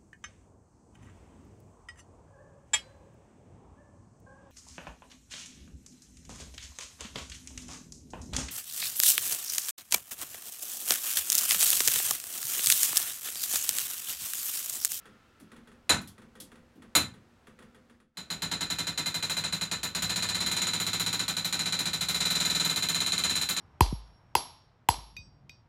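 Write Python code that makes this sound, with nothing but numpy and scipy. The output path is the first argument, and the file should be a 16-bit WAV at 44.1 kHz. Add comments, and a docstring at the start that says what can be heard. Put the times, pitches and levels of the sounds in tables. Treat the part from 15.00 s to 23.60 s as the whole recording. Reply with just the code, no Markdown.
"""A tower clock is wound with a crank in a small room of boards and stone.
Over a dull hush come faint rubbing and ticking, light snaps and bumps, and two single drops of the steel pawl.
Then the hush dips briefly and the pawl clatters tooth after tooth, faster and slower with each turn of the crank.
Filtered noise makes the hush and rubbing; blows are cracks with dense reflections that die band by band;
decaying sines make the thump of the frame at each drop and the hum of the case at each tick."""
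import sys
import numpy as np
from scipy import signal
from scipy.fft import rfft, irfft
from scipy.io import wavfile

SR = 44100
rng = np.random.default_rng(int(sys.argv[2]) if len(sys.argv) > 2 else 0)


def store_pcm(level_fs):
    """Save levels as 16-bit WAV."""
    pcm = np.round(np.clip(level_fs, -1, 1) * 32767).astype(np.int16)
    wavfile.write(sys.argv[1], SR, np.atleast_2d(pcm).T)


N = 379260   # samples
RING_S = 0.7   # length of one blow or hum
CUTOFF_HZ = 15900


def from_db(db):
    """Logarithmic level: 20 dB is a tenfold amplitude."""
    return 10 ** (np.asarray(db) / 20)


def at_hz(points, hz, axis=1):
    """Interpolation on a logarithmic frequency axis, of one column of a table."""
    points = np.array(points)
    return np.interp(np.log(hz + 1e-9), np.log(points[:, 0]), points[:, axis])


def colour(spectrum, modes, hz):
    """Resonance: narrow peaks add their power to a broad spectrum."""
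    power = 1
    for centre, width, db in modes:
        power = power + from_db(db) ** 2 / (1 + (2 * (hz - centre) / width) ** 2) ** 2
    return from_db(at_hz(spectrum, hz)) * np.sqrt(power)


def coloured_noise(spectrum, modes, level):
    """Filtered noise: white noise takes on a spectrum, then follows a level over time."""
    gain = colour(spectrum, modes, np.fft.rfftfreq(N, 1 / SR))
    noise = irfft(rfft(rng.standard_normal(N)) * gain, N)
    level_db = np.interp(np.arange(N) / SR, *np.transpose(level))
    return noise / noise.std() * from_db(level_db)


def add(track, s, sound):
    """Superposition: a sound is summed into a track at its start time in seconds."""
    at = round(s * SR)
    track[at:at + len(sound)] += sound[:max(N - at, 0)]


# Spectrum of the hush. Each row: frequency in Hz, relative density in dB per Hz.
HUSH_SPECTRUM = [(25, -10.5), (65, 5), (130, -1), (230, 0), (320, -1.5), (440, -4.5), (700, -7.5),
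                 (1600, -11.5), (3500, -20), (8000, -27.5), (15000, -38)]
# Loudness of the hush, dipping briefly before the winding. Each row: time in seconds, level in dB.
HUSH_LEVEL = [(0, -64), (2.299, -63), (2.951, -65.5), (3.049, -77.5), (3.13, -85), (3.17, -70),
              (3.35, -54.5), (8.6, -70)]


def air():
    """Broadband noise weighted to the bass: the dull hush of the tower."""
    return coloured_noise(HUSH_SPECTRUM, [], HUSH_LEVEL)


# Spectrum of the rubbing. Each row: frequency in Hz, relative density in dB per Hz.
RUB_SPECTRUM = [(300, -25.5), (1100, -2.5), (3000, -5.5), (5000, -12.5), (12000, -26.5)]
# Resonances of the bearing. Each row: frequency in Hz, width in Hz, height in dB over the rubbing.
BEARING_MODES = [(1340, 170, 14), (1742, 140, 10.5), (2100, 150, 3.5), (2640, 220, 4)]
# Loudness of the rubbing. Each row: time in seconds, level in dB.
RUB_LEVEL = [(0, -62.5), (0.3, -67.5), (0.75, -72.5), (1.0, -80), (2.3, -80), (2.7, -72), (3.05, -93)]


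def rubbing():
    """Friction noise through resonances: the slowly turning crank rubs faintly in its bearing."""
    return coloured_noise(RUB_SPECTRUM, BEARING_MODES, RUB_LEVEL)


# How a blow swells and dies in frame and room. Each row: frequency in Hz, swell time constant in seconds,
# hold in seconds and 60 dB decay in seconds, the last two before each source's own scaling.
ROOM_DECAY = [(60, 0.029, 0.083, .55), (170, 0.018, 0.016, 0.6), (345, 0.0049, 0.017, 0.3),
              (707, 0.0036, .016, 0.26), (1470, 0.0004, 0.015, 0.28), (4000, 0.00033, 0.02, 0.24),
              (7000, 0.0012, 0.0061, 0.23), (13780, .0003, 0.016, 0.16)]


def responses(spectrum, modes, crack, hold, decay, count):
    """Reverberation: a crack, then dense reflections that swell, hold and die, heard from several spots."""
    size = round(RING_S * SR)
    t, hz = np.arange(size) / SR, np.arange(size // 2 + 1) * SR / size
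    random_phase = np.exp(2j * np.pi * rng.random((count, len(hz))))
    reflections = random_phase * colour(spectrum, modes, hz)
    centres = 62.5 * 2 ** np.arange(0, 8.5, 0.5)   # half-octave bands, in Hz
    out = np.zeros((count, size))
    for centre, pick in zip(centres, np.eye(len(centres))):
        share = np.interp(np.log(hz + 1), np.log(centres), pick)
        swell_s, hold_s, t60 = [at_hz(ROOM_DECAY, centre, axis) for axis in (1, 2, 3)]
        swelling = 1 - np.exp(-t / swell_s)
        dying = np.exp(-np.log(1000) * np.maximum(t - hold * hold_s, 0) / (decay * t60))
        envelope = swelling * dying * (1 + crack * np.exp(-t / 0.0023))
        band = irfft(reflections * share, size)
        # every spot receives the same energy in a band
        even = band.std(axis=1) * np.linalg.norm(envelope) / np.linalg.norm(band * envelope, axis=1)
        out += band * envelope * even[:, None]
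    attack = int(0.033 * SR)   # levels refer to the first 33 ms
    return out / out[:, :attack].std()


# Ringing of the small parts of the clockwork. Each row: frequency in Hz, width in Hz, height in dB over the blow.
LEVER_MODES = [(1570, 90, 2.5), (1880, 150, 5), (3386, 300, 5), (4350, 200, 0), (10100, 700, 4.5)]


def small_blows(events, spectrum, crack, hold, decay):
    """Impact: light contacts elsewhere in the works, too weak to set the ratchet ringing."""
    out = np.zeros(N)
    sounds = responses(spectrum, LEVER_MODES, crack, hold, decay, count=4)
    for k, (s, db) in enumerate(events):
        add(out, s, from_db(db) * sounds[k % len(sounds)])
    return out


def timber(modes, swell_s, spread_db):
    """Modal vibration: heavy wood answers slowly, in modes of alternating sign and chance strength."""
    t = np.arange(round(RING_S * SR)) / SR
    hz, db, t60 = np.transpose(modes)[:, :, None]
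    sign = (-1) ** np.arange(len(modes))[:, None]
    gain = sign * from_db(db + spread_db * rng.standard_normal(db.shape))
    swell = (1 - np.exp(-t / swell_s)) ** 3
    ringing = np.exp(-np.log(1000) * t / t60) * np.sin(2 * np.pi * hz * t)
    return swell * np.sum(gain * ringing, axis=0)


# Modes of the wooden case. Each row: frequency in Hz, mean strength in dB, 60 dB decay in seconds.
CASE_MODES = [(214.8, -4, 0.51), (237, -6.5, 0.9), (412, -11, 0.1), (514, -12, 0.79)]


def case_hum(events):
    """Forced excitation: each tick sets the wooden case humming."""
    out = np.zeros(N)
    for s, db in events:
        add(out, s, from_db(db) * timber(CASE_MODES, swell_s=0.0077, spread_db=2.5))
    return out


# Faint ticks. Each row: start in seconds, level in dB that drives the hum; the contact itself is 3 dB weaker.
TICK_EVENTS = [(0.055, -51.5), (0.401, -59.5), (0.517, -51), (0.563, -53.5), (0.673, -54.5), (0.716, -57.5),
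               (1.18, -53.5), (1.218, -55), (1.353, -52.5), (1.517, -53), (1.556, -56.5), (1.821, -52.5),
               (2.139, -55.5), (2.470, -52.5), (2.589, -52.5), (2.623, -54), (2.746, -56), (2.897, -58.5),
               (3.001, -62)]
# Spectrum of a tick. Each row: frequency in Hz, relative density in dB per Hz.
TICK_SPECTRUM = [(40, 4), (130, 6), (225, 10.5), (330, 7.5), (490, 6.5), (700, -9), (1200, 2), (1800, -4),
                 (3200, -10.5), (5000, -18), (9500, -15.5), (14000, -30.5)]


def ticking():
    """Impact and resonance: the contacts of the clockwork sound together with the hum of its case."""
    contacts = small_blows(TICK_EVENTS, TICK_SPECTRUM, crack=1.6, hold=0.4, decay=0.88)
    return from_db(-3.0) * contacts + case_hum(TICK_EVENTS)


# Light snaps of steel on steel. Each row: start in seconds, level in dB.
SNAP_EVENTS = [(0.399, -63.5), (1.014, -57), (1.074, -53), (1.401, -46.5)]
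# Spectrum of a snap. Each row: frequency in Hz, relative density in dB per Hz.
SNAP_SPECTRUM = [(200, -10), (2400, -15), (3200, -6.5), (4600, -5.5), (7000, -5.5), (10000, -3),
                 (13000, -5.5), (15500, -19.5)]


def snapping():
    """Hard impact: steel on steel gives light, bright snaps."""
    return small_blows(SNAP_EVENTS, SNAP_SPECTRUM, crack=0.5, hold=0.42, decay=0.88)


# Dull bumps. Each row: start in seconds, level in dB.
BUMP_EVENTS = [(0.405, -54.5), (1.400, -56), (1.755, -54)]
# Spectrum of a bump. Each row: frequency in Hz, relative density in dB per Hz.
BUMP_SPECTRUM = [(40, -22.5), (120, -7), (250, 5), (400, -8.5), (800, -26.5), (4000, -41.5)]


def bumping():
    """Soft impact: the crank bumps dully in its bearing."""
    return small_blows(BUMP_EVENTS, BUMP_SPECTRUM, crack=0.2, hold=0.9, decay=0.85)


def brighten(sound, tilt_db):
    """Spectral tilt: so many dB per octave about 3 kHz, level below 500 Hz."""
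    hz = np.maximum(np.fft.rfftfreq(len(sound), 1 / SR), 500)
    return irfft(rfft(sound) * from_db(tilt_db * np.log2(hz / 3000)), len(sound))


SPARKLE_HZ = 11100   # half of the dB change is reached here


def sparkle(sound, db):
    """Contact stiffness: a sharper or blunter contact raises or lowers the highest ringing."""
    hz = np.fft.rfftfreq(len(sound), 1 / SR)
    share = 1 / (1 + (SPARKLE_HZ / (hz + 1)) ** 10)
    return irfft(rfft(sound) * from_db(db * share), len(sound))


# Ringing of pawl and wheel, also in the winding. Each row: frequency in Hz, width in Hz,
# height in dB over the clack before brightening.
STEEL_MODES = [(965, 22, 7.5), (1321, 31, 8.5), (1493, 70, 6.5), (1765, 26, 7.5), (2090, 28, 10),
               (2446, 60, 7.5), (2607, 40, 7.5), (3158, 60, 6), (3612, 120, 9), (3866, 90, 10),
               (3994, 110, 19), (4057, 82, 21.5), (4210, 85, 10), (5480, 44, 3), (6210, 60, 9.5),
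               (6917, 120, 15.5), (7080, 280, 12), (12980, 330, 14)]
# Modes of the timber frame, thumped by every drop. Each row: frequency in Hz, mean strength in dB
# before the thump's own level, 60 dB decay in seconds.
FRAME_MODES = [(69.5, -18.5, .35), (105.7, -15.5, 0.39), (163.8, 3, 0.14), (188.2, 3, 0.12),
               (241.9, -10, .2), (297.5, -6.5, 0.12), (346, -12, .17)]
# Spectrum of a single drop before brightening. Each row: frequency in Hz, relative density in dB per Hz.
DROP_SPECTRUM = [(30, -29.5), (80, -2.5), (250, -0.5), (420, -4.5), (800, -3.5), (1700, -4.5), (2700, -6.5),
                 (4700, -9.5), (6000, -10), (9500, -3.5), (12000, -13), (15500, -26.5)]
# Single pawl drops. Each row: start in seconds, level in dB, brightness in dB per octave,
# thump in dB relative to that level, change of the highest ringing in dB.
DROP_EVENTS = [(0.8934, -19, -0.73, -15.5, -5.5), (1.9512, -19, 0, -2, 2)]


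def single_drops():
    """Impact: the pawl falls from a tooth tip, close by; a cleaner fall is brighter and thumps harder."""
    out = np.zeros(N)
    sounds = responses(DROP_SPECTRUM, STEEL_MODES, crack=0.4, hold=0.7, decay=0.95, count=len(DROP_EVENTS))
    for (s, db, tilt_db, thump_db, top_db), sound in zip(DROP_EVENTS, sounds):
        clack = sparkle(brighten(sound, tilt_db), top_db)
        thump = from_db(thump_db) * timber(FRAME_MODES, swell_s=0.02, spread_db=8.5)
        add(out, s, from_db(db) * (clack + thump))
    return out


# Progress of the crank, which slows at the hard parts of each turn and gathers pace overall.
# Each row: time in seconds, tooth number.
CRANK_PROGRESS = [(3.1709, 1), (3.3021, 2), (3.4205, 3), (3.7012, 6), (3.8689, 8), (3.9755, 9),
                  (4.2255, 12), (4.4381, 15), (4.611, 17), (4.7134, 18), (4.9485, 20), (5.0946, 22),
                  (5.2878, 25), (5.462, 28), (5.668, 32), (6.1934, 40), (6.367, 42), (6.5254, 44),
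                  (6.8554, 49), (7.0851, 52), (7.2035, 54), (7.6968, 64), (7.887, 67), (8.4126, 76),
                  (8.565, 78)]
# Force of the drops, building up as the crank takes the load. Each row: time in seconds,
# level in dB before the changes with speed and from tooth to tooth.
DROP_FORCE = [(3.171, -38.5), (3.302, -31.6), (3.45, -29.5), (8.565, -27.5)]
USUAL_TEETH_PER_S = 15
SPEED_DB = 0.87   # louder per doubling of the crank's speed
UNEVEN_DB = 0.42   # spread from tooth to tooth


def teeth():
    """Ratchet kinematics: one drop per tooth of crank travel, a little harder at speed."""
    crank_s, tooth = np.transpose(CRANK_PROGRESS)
    numbers = np.arange(round(tooth[0]), round(tooth[-1]) + 1)
    s = np.interp(numbers, tooth, crank_s)
    teeth_per_s = 1 / np.gradient(s)
    speed_db = SPEED_DB * np.log2(teeth_per_s / USUAL_TEETH_PER_S)
    uneven_db = UNEVEN_DB * rng.standard_normal(len(s))
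    db = np.interp(s, *np.transpose(DROP_FORCE)) + speed_db + uneven_db
    return np.transpose([s, db])


# Spectrum of a winding clack before brightening. Each row: frequency in Hz, relative density in dB per Hz.
WINDING_SPECTRUM = [(30, -36), (70, -5.5), (130, -1.5), (200, -0.5), (290, -2.5), (400, -7), (900, -4),
                    (1900, -3), (3000, -4), (5000, -5), (6200, -6), (8000, -3), (10000, -6.5), (12000, -14),
                    (15500, -24)]
SPARKLE_DB = 2.5   # spread of the highest ringing from tooth to tooth
THUMP_DB, THUMP_FADE_DB_PER_S = 0.86, 0.6   # the frame's thump weakens as the listener walks on
FIRST_TILT_DB, LAST_TILT_DB = -1.47, 0.58   # brightness per octave at the first and last spot
LINGER_S, UNLIKE = 0.52, 0.22   # width of the blend between spots; chance share of every spot


def winding():
    """Repeated impact: nearly equal clacks, whose reflections change slowly as the listener walks past."""
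    out = np.zeros(N)
    sounds = responses(WINDING_SPECTRUM, STEEL_MODES, crack=0.34, hold=0.99, decay=0.94, count=9)
    tilts_db = np.linspace(FIRST_TILT_DB, LAST_TILT_DB, len(sounds))
    sounds = np.array([brighten(sound, tilt_db) for sound, tilt_db in zip(sounds, tilts_db)])
    drops = teeth()
    spots_s = np.linspace(drops[0, 0], drops[-1, 0], len(sounds))
    for s, db in drops:
        nearness = np.exp(-((s - spots_s) / LINGER_S) ** 2)
        chance = UNLIKE * rng.standard_normal(len(sounds))
        clack = sparkle((nearness + chance) @ sounds, SPARKLE_DB * rng.standard_normal())
        clack *= sounds.std() / clack.std()
        thump_db = THUMP_DB - THUMP_FADE_DB_PER_S * (s - spots_s[0])
        thump = from_db(thump_db) * timber(FRAME_MODES, swell_s=0.015, spread_db=3.0)
        add(out, s, from_db(db) * (clack + thump))
    return out


def scene():
    """Superposition: room, clockwork and ratchet sum in one channel."""
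    background = air() + rubbing()
    clockwork = ticking() + snapping() + bumping()
    ratchet = single_drops() + winding()
    return (background + clockwork + ratchet)[None]


def record(dry):
    """Low-pass filtering: an elliptic filter cuts the top steeply."""
    low_pass = signal.ellip(10, 0.2, 70, CUTOFF_HZ, fs=SR, output="sos")   # 0.2 dB ripple, 70 dB stop
    return signal.sosfilt(low_pass, dry)


dry = scene()
out = record(dry)
store_pcm(out)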